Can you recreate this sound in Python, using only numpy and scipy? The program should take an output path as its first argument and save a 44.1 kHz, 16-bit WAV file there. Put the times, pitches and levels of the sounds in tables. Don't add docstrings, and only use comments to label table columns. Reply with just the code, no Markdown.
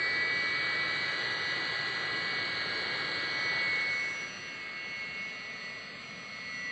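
import sys
import numpy as np
from scipy import signal
from scipy.io import wavfile
from scipy.ndimage import uniform_filter1d

SR = 44100
rng = np.random.default_rng(int(sys.argv[2]) if len(sys.argv) > 2 else 0)


def invert_db(x):
    u = np.asarray(x, float) / 20
    return 10 ** u


def transcribe(signal):
    frames = np.atleast_2d(signal).T
    limited = np.clip(frames, -1, 1)
    pcm = np.round(limited * 32767).astype(np.int16)
    wavfile.write(sys.argv[1], SR, pcm)


N = 295911
HOP = 256
SWING_S = (3.84, 4.13)
COIL_HZ = 1965.2
SETTLED_S = 4.15
SINK_DB_PER_S = 0.21

# (time [s], speed lost [turns/s], speed won back [turns/s])
PUMP_STROKES = [
    (0.511, 0.359, 0.44),
    (1.152, 1.105, -0.018),
    (1.78, 0.682, 0.507),
    (2.405, 0.745, 0.163),
    (3.05, 0.463, 0.147),
    (3.691, 0.812, -0.231),
    (4.356, 1.091, 0.792),
    (5.035, 0.692, 1.104),
    (5.69, 0.727, -0.327),
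    (6.36, 0.509, -0.369),
]
# (time [s], level [dB])
BLADE_LEVEL = [(0.0, -36), (0.66, -35.5), (1.12, -41.8), (1.16, -46), (1.7, -44.8), (1.77, -49.5),
               (2.4, -39.5), (2.66, -43), (3.21, -41.9), (3.75, -31.9), (4.03, -34.6), (4.26, -42),
               (4.36, -60), (4.45, -46.9), (4.67, -43.5), (5.22, -40), (5.87, -50.5), (6.71, -44.5)]
# (time [s], half length [s], change [dB])
BLADE_NULLS = [
    (1.28, .04, -4),
    (1.86, .03, -3),
    (1.99, 0.034, 0),
    (5.02, 0.016, 2.5),
    (5.09, .03, -3),
    (5.4, 0.043, -4),
    (5.92, .04, -6),
    (6.07, .05, 1),
    (6.215, 0.037, -4),
]
# (time [s], half length [s], change [dB])
OCTAVE_NULLS = [
    (1.04, 0.38, -3),
    (2.04, 0.11, -11),
    (3.775, 0.056, -5),
    (4.19, 0.074, -5),
    (4.63, 0.068, -5.5),
    (5.275, 0.05, -8),
    (5.492, 0.064, -3),
    (5.74, 0.02, -11.8),
    (6.143, 0.081, -14.0),
]
# (time [s], half length [s], change [dB])
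MOTOR_NULLS = [
    (0.0, 0.33, 8.5),
    (0.03, 0.13, -23),
    (0.95, 0.11, -11),
    (3.37, 0.079, -9.4),
    (3.61, 0.07, 6),
    (4.08, 0.087, -7),
    (4.68, 0.06, -13),
    (6.09, 0.3, -10),
]
# (start [s], end [s], change [dB])
BEAM_LOSSES = [
    (3.4, 4.5, -12),
    (5.05, 5.5, -12),
]
WEAK_ORDERS = (9, 10, 11, 13, 15, 16, 17, 18, 21, 22, 23, 25, 26, 27, 31, 32, 35, 37, 40, 41, 43, 48, 53,
               54, 55, 56, 57, 64)
# (above [dB], beside [dB], far away [dB])
WEAK_LEVELS = [(-58, -59, -73), (-62, -63, -68), (-53, -55, -65), (-54, -56, -66), (-52, -54, -71),
               (-63, -60, -64), (-55, -62, -70), (-63, -61, -69), (-59, -63, -62), (-64, -65, -63),
               (-63, -63, -59), (-62, -68, -61), (-72, -75, -66), (-66, -65, -75), (-58, -62, -75),
               (-69, -66, -73), (-60, -58, -75), (-65, -63, -69), (-69, -66, -72), (-74, -73, -73),
               (-81, -80, -78), (-82, -85, -92), (-82, -89, -86), (-84, -84, -84), (-82, -82, -85),
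               (-80, -80, -81), (-80, -79, -92), (-83, -85, -88)]
# (time [s], level [dB])
COIL_LEVEL = [(0.0, -35.5), (0.21, -33.5), (0.66, -38), (2.33, -38.4), (2.66, -47.5), (3.06, -44.5),
              (3.57, -35), (3.87, -40.5), (4.06, -40), (4.31, -57.1), (4.91, -46.5), (5.34, -52.6),
              (5.45, -44.9), (5.61, -49), (5.66, -43.5), (6.03, -59), (6.4, -49.5), (6.71, -37)]
# (time [s], half length [s], change [dB])
COIL_NULLS = [
    (2.53, .03, 2),
    (4.19, .03, -5),
    (4.45, 0.036, 5),
    (4.52, .03, -4),
    (5.79, 0.035, -1),
    (5.92, .04, 5.5),
    (6.05, .04, -10),
    (6.15, .05, 5),
    (6.27, .03, -5),
]
# (time [s], half length [s], change [dB])
THIRD_NULLS = [
    (0.41, 0.08, 10),
    (1.31, 0.24, 10.5),
    (2.01, 0.08, 8.0),
    (3.41, 0.13, 10.5),
    (3.66, 0.07, -7),
    (4.18, 0.41, 9.5),
    (4.69, 0.12, -12.5),
    (5.08, 0.036, -8.4),
    (5.94, 0.047, -15),
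    (6.62, 0.09, 8),
]
# (time [s], pitch [Hz])
PUMP_PITCH = [(0, 2922), (1, 2918), (1.5, 2911), (3, 2905), (6.71, 2900)]
# (frequency [Hz], density [dB])
NEAR_SPECTRUM = [(18, -57), (30, -56), (131, -5.5), (240, -8), (479, -5.5), (938, -11.5), (1510, -8.5),
                 (1610, -8), (1830, -5), (2000, -0.5), (2590, -18), (2830, -11.5), (4270, -7.5),
                 (4860, -18.5), (5300, -63), (6890, -85), (11700, -120)]
# (frequency [Hz], width [Hz], change [dB])
CASING_RESONANCES = [(232, 27, -7), (680, 40, -2.5), (1357, 110, 4), (2240, 380, 0.5), (2593, 100, 3),
                     (2650, 210, -2), (2880, 200, -3), (3550, 100, -6.5), (4200, 110, 1)]
# (frequency [Hz], density [dB])
FAR_SPECTRUM = [(10, -31.5), (60, -27.5), (110, -12), (210, -4), (470, -12), (620, -12), (800, -17.5),
                (1000, -19), (1250, -6.5), (2100, -9.5), (2600, -17), (3150, -15.5), (3750, -19.5),
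                (4250, -15), (4900, -20.5), (5300, -54)]
# (frequency [Hz], density [dB])
FIZZ_SPECTRUM = [(4300, -35), (5000, -2), (5400, -2.5), (5700, -5.5), (5950, -0.5), (6400, -6.5),
                 (6800, -3), (7300, -5), (7550, -6), (7900, -4.5), (8300, -14.5), (8600, -24.5),
                 (9100, -45.5)]


def blower(turns, t):
    blade_db = curves(BLADE_LEVEL, t)[0] + spotted(t, BLADE_NULLS)
    out = tone(19 * turns, blade_db, 0.7)
    out += tone(38 * turns, heard(t, (-46.5, -54), OCTAVE_NULLS), 0.7)
    beamed_db = -44 + sum(db * ramp(t, start, end) for start, end, db in BEAM_LOSSES)
    out += tone(14 * turns, beamed_db, 1.5)
    out += tone(24 * turns, heard(t, (-57.3, -52.5), MOTOR_NULLS), 1.5)
    out += tone(36 * turns, heard(t, (-50, -62.5)), 1.5)
    tip_down_db = -6.5 * ramp(t, 5.4, 6.3)
    for order, (above_db, beside_db, far_db) in zip(WEAK_ORDERS, WEAK_LEVELS):
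        db = np.interp(t, (1.2, 2.6, 3.8, 4.3), (above_db, beside_db, beside_db, far_db))
        db += tip_down_db * (22 <= order <= 26)
        out += tone(order * turns, db + 1.2 * slow(2), 2.0)
    return out


def shaft(t):
    pull_s, regain_s = 0.043, 0.45
    jolt_turns, jolt_s = 0.15, 0.04
    speed = 119.41 + 0 * t
    for stroke_s, lost, regained in PUMP_STROKES:
        before = np.exp(np.minimum(t - stroke_s, 0) / pull_s)
        after = np.maximum(t - stroke_s, 0)
        speed += regained * (1 - np.exp(-after / regain_s)) - lost * before
        speed -= jolt_turns * before ** 2 * np.exp(-after / jolt_s)
    return speed


def near_rush(t, hz):
    casing_db = sum(db * bump(hz, f, width) for f, width, db in CASING_RESONANCES)
    casing_db -= 9 * bump(hz, 2640, 45)
    near_db = -27 - 31 * ramp(t, 3.38, 4.7) ** 2.33
    hollow_db = -8 * (1 - ramp(t, 0, 0.64)) * bump(hz[:, None], 3270, 600)
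    intake_db = 2 + hollow_db - 3 * ramp(t, 3.6, 4.1)
    intake_band = np.clip((hz - 2300) / 700, 0, 1)[:, None]
    return noise(read(NEAR_SPECTRUM, hz) + casing_db, invert_db(near_db + intake_band * intake_db), 0.6, 1.3)


def windings(t):
    first_db = curves(COIL_LEVEL, t)[0] + spotted(t, COIL_NULLS)
    third_db = heard(t, (-71.5, -64.5), THIRD_NULLS)
    pump_db = -52 - 24 * (1 - ramp(t, 0, 0.85) + ramp(t, 2.9, 4.6))
    pump_turns = np.cumsum(curves(PUMP_PITCH, t)[0]) / SR
    coil = tone(COIL_HZ * t, first_db, 0.4) + tone(3 * COIL_HZ * t, third_db, 1.5)
    return coil + tone(pump_turns, pump_db, 0.5)


def far_rush(t, hz):
    sinking_s = np.maximum(t - SETTLED_S, 0)
    far_db = -46.5 + 12.5 * ramp(t, 3.6, SETTLED_S) - SINK_DB_PER_S * sinking_s
    low_hz, high_hz = 255 + 40 * sinking_s, 1483 + 50 * sinking_s
    dip_db = 13.5 * (0.4 + 0.6 * ramp(t, 4.1, 6))
    dips = bump(hz[:, None], low_hz, 45) + 0.99 * bump(hz[:, None], high_hz, 150)
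    return noise(read(FAR_SPECTRUM, hz), invert_db(far_db - dip_db * dips), 0.7, 1.9)


def fizz(t, hz):
    fizz_db = -49 - 7 * ramp(t, 4.05, 4.55) - SINK_DB_PER_S * np.maximum(t - SETTLED_S, 0)
    return noise(read(FIZZ_SPECTRUM, hz), invert_db(fizz_db) * np.ones((513, 1)), 1.0, 2.0)


def rush(turns):
    hz = np.fft.rfftfreq(1024, 1 / SR)
    t = np.arange(N // HOP + 5) * HOP / SR
    throb = 1 + 0.09 * np.cos(2 * np.pi * turns) + 0.035 * np.cos(4 * np.pi * turns)
    return (near_rush(t, hz) + far_rush(t, hz)) * throb + fizz(t, hz)


def heard(t, ends_db, spots=()):
    beside_db, far_db = ends_db
    return beside_db + (far_db - beside_db) * ramp(t, *SWING_S) + spotted(t, spots)


def spotted(t, spots):
    return sum(db * bump(t, s, half) for s, half, db in spots)


def tone(turns, db, waver_db):
    level = np.sqrt(2) * invert_db(db + waver_db * slow(25))
    return level * np.cos(2 * np.pi * (turns + rng.random()))


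def noise(colour_db, shape, patchy_db, ripple_db):
    real, imag, patches, ripple = rng.standard_normal((shape.shape[1], 513, 4)).T
    patches = evened(smoothed(patches, 8, 16))
    ripple = evened(smoothed(ripple, 2, 170))
    ripple = ripple * np.clip(np.arange(513) / 24, 0.3, 1)[:, None]
    gain = invert_db(colour_db) / np.sqrt(np.mean(invert_db(colour_db) ** 2))
    drift = invert_db(patchy_db * patches + ripple_db * ripple)
    z = (real + 1j * imag) * gain[:, None] * drift * shape / 64
    return signal.istft(z, nperseg=1024, noverlap=1024 - HOP)[1][:N]


def slow(rate_hz):
    width = max(int(SR / 32 / rate_hz), 2)
    coarse = rng.standard_normal(N // 32 + 2)
    coarse = evened(uniform_filter1d(uniform_filter1d(coarse, width), width))
    return np.interp(np.arange(N) / 32, np.arange(len(coarse)), coarse)


def smoothed(x, bins, frames):
    return uniform_filter1d(uniform_filter1d(x, size=bins, axis=0), size=frames, axis=1)


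def evened(x):
    return x / np.sqrt(np.mean(abs(x) ** 2) + 1e-30)


def read(points, hz):
    f, value = np.transpose(points)
    return np.interp(np.log(hz + 1), np.log(f + 1), value)


def curves(rows, t):
    s, *columns = np.transpose(rows)
    return [np.interp(t, s, c) for c in columns]


def bump(x, centre, width):
    return np.exp(-0.5 * ((x - centre) / width) ** 2)


def ramp(t, start, end):
    return np.clip((t - start) / max(end - start, 1e-3), 0, 1)


def scene():
    t = np.arange(N) / SR
    turns = np.cumsum(shaft(t)) / SR
    return (blower(turns, t) + windings(t) + rush(turns))[None]


def top_cut(x):
    return signal.sosfilt(signal.butter(12, 9030, fs=SR, output="sos"), x)


def record(dry):
    hz, t, z = signal.stft(dry[0], SR, window="cosine", nperseg=4096)
    power_db = 10 * np.log10(smoothed(abs(z) ** 2, 2, 3) + 1e-20)
    usual_db = smoothed(power_db, 75, 9)
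    bands = rng.standard_normal((len(hz) // 14 + 1, len(t)))
    bands = np.repeat(evened(uniform_filter1d(bands, size=3, axis=1)), 14, axis=0)[:len(hz)]
    treble = np.clip((hz - 4850) / 250, 0, 1)[:, None]
    treble_shape_db = 1.2 * bump(hz, 5300, 300) - 7 * bump(hz, 8000, 220) - 0.3 * (hz > 8400)
    treble_db = treble * (11.2 + 1.0 * bands + treble_shape_db[:, None])
    bass_db = -30 * (hz < 120)[:, None]
    threshold_db = usual_db - 10 + 1.2 * bands + treble_db + bass_db
    kept = z * np.maximum(power_db > threshold_db, invert_db(-40))
    mix = signal.istft(kept, SR, window="cosine", nperseg=4096)[1][None, :N]
    return top_cut(mix)


dry = scene()
out = record(dry)
transcribe(out)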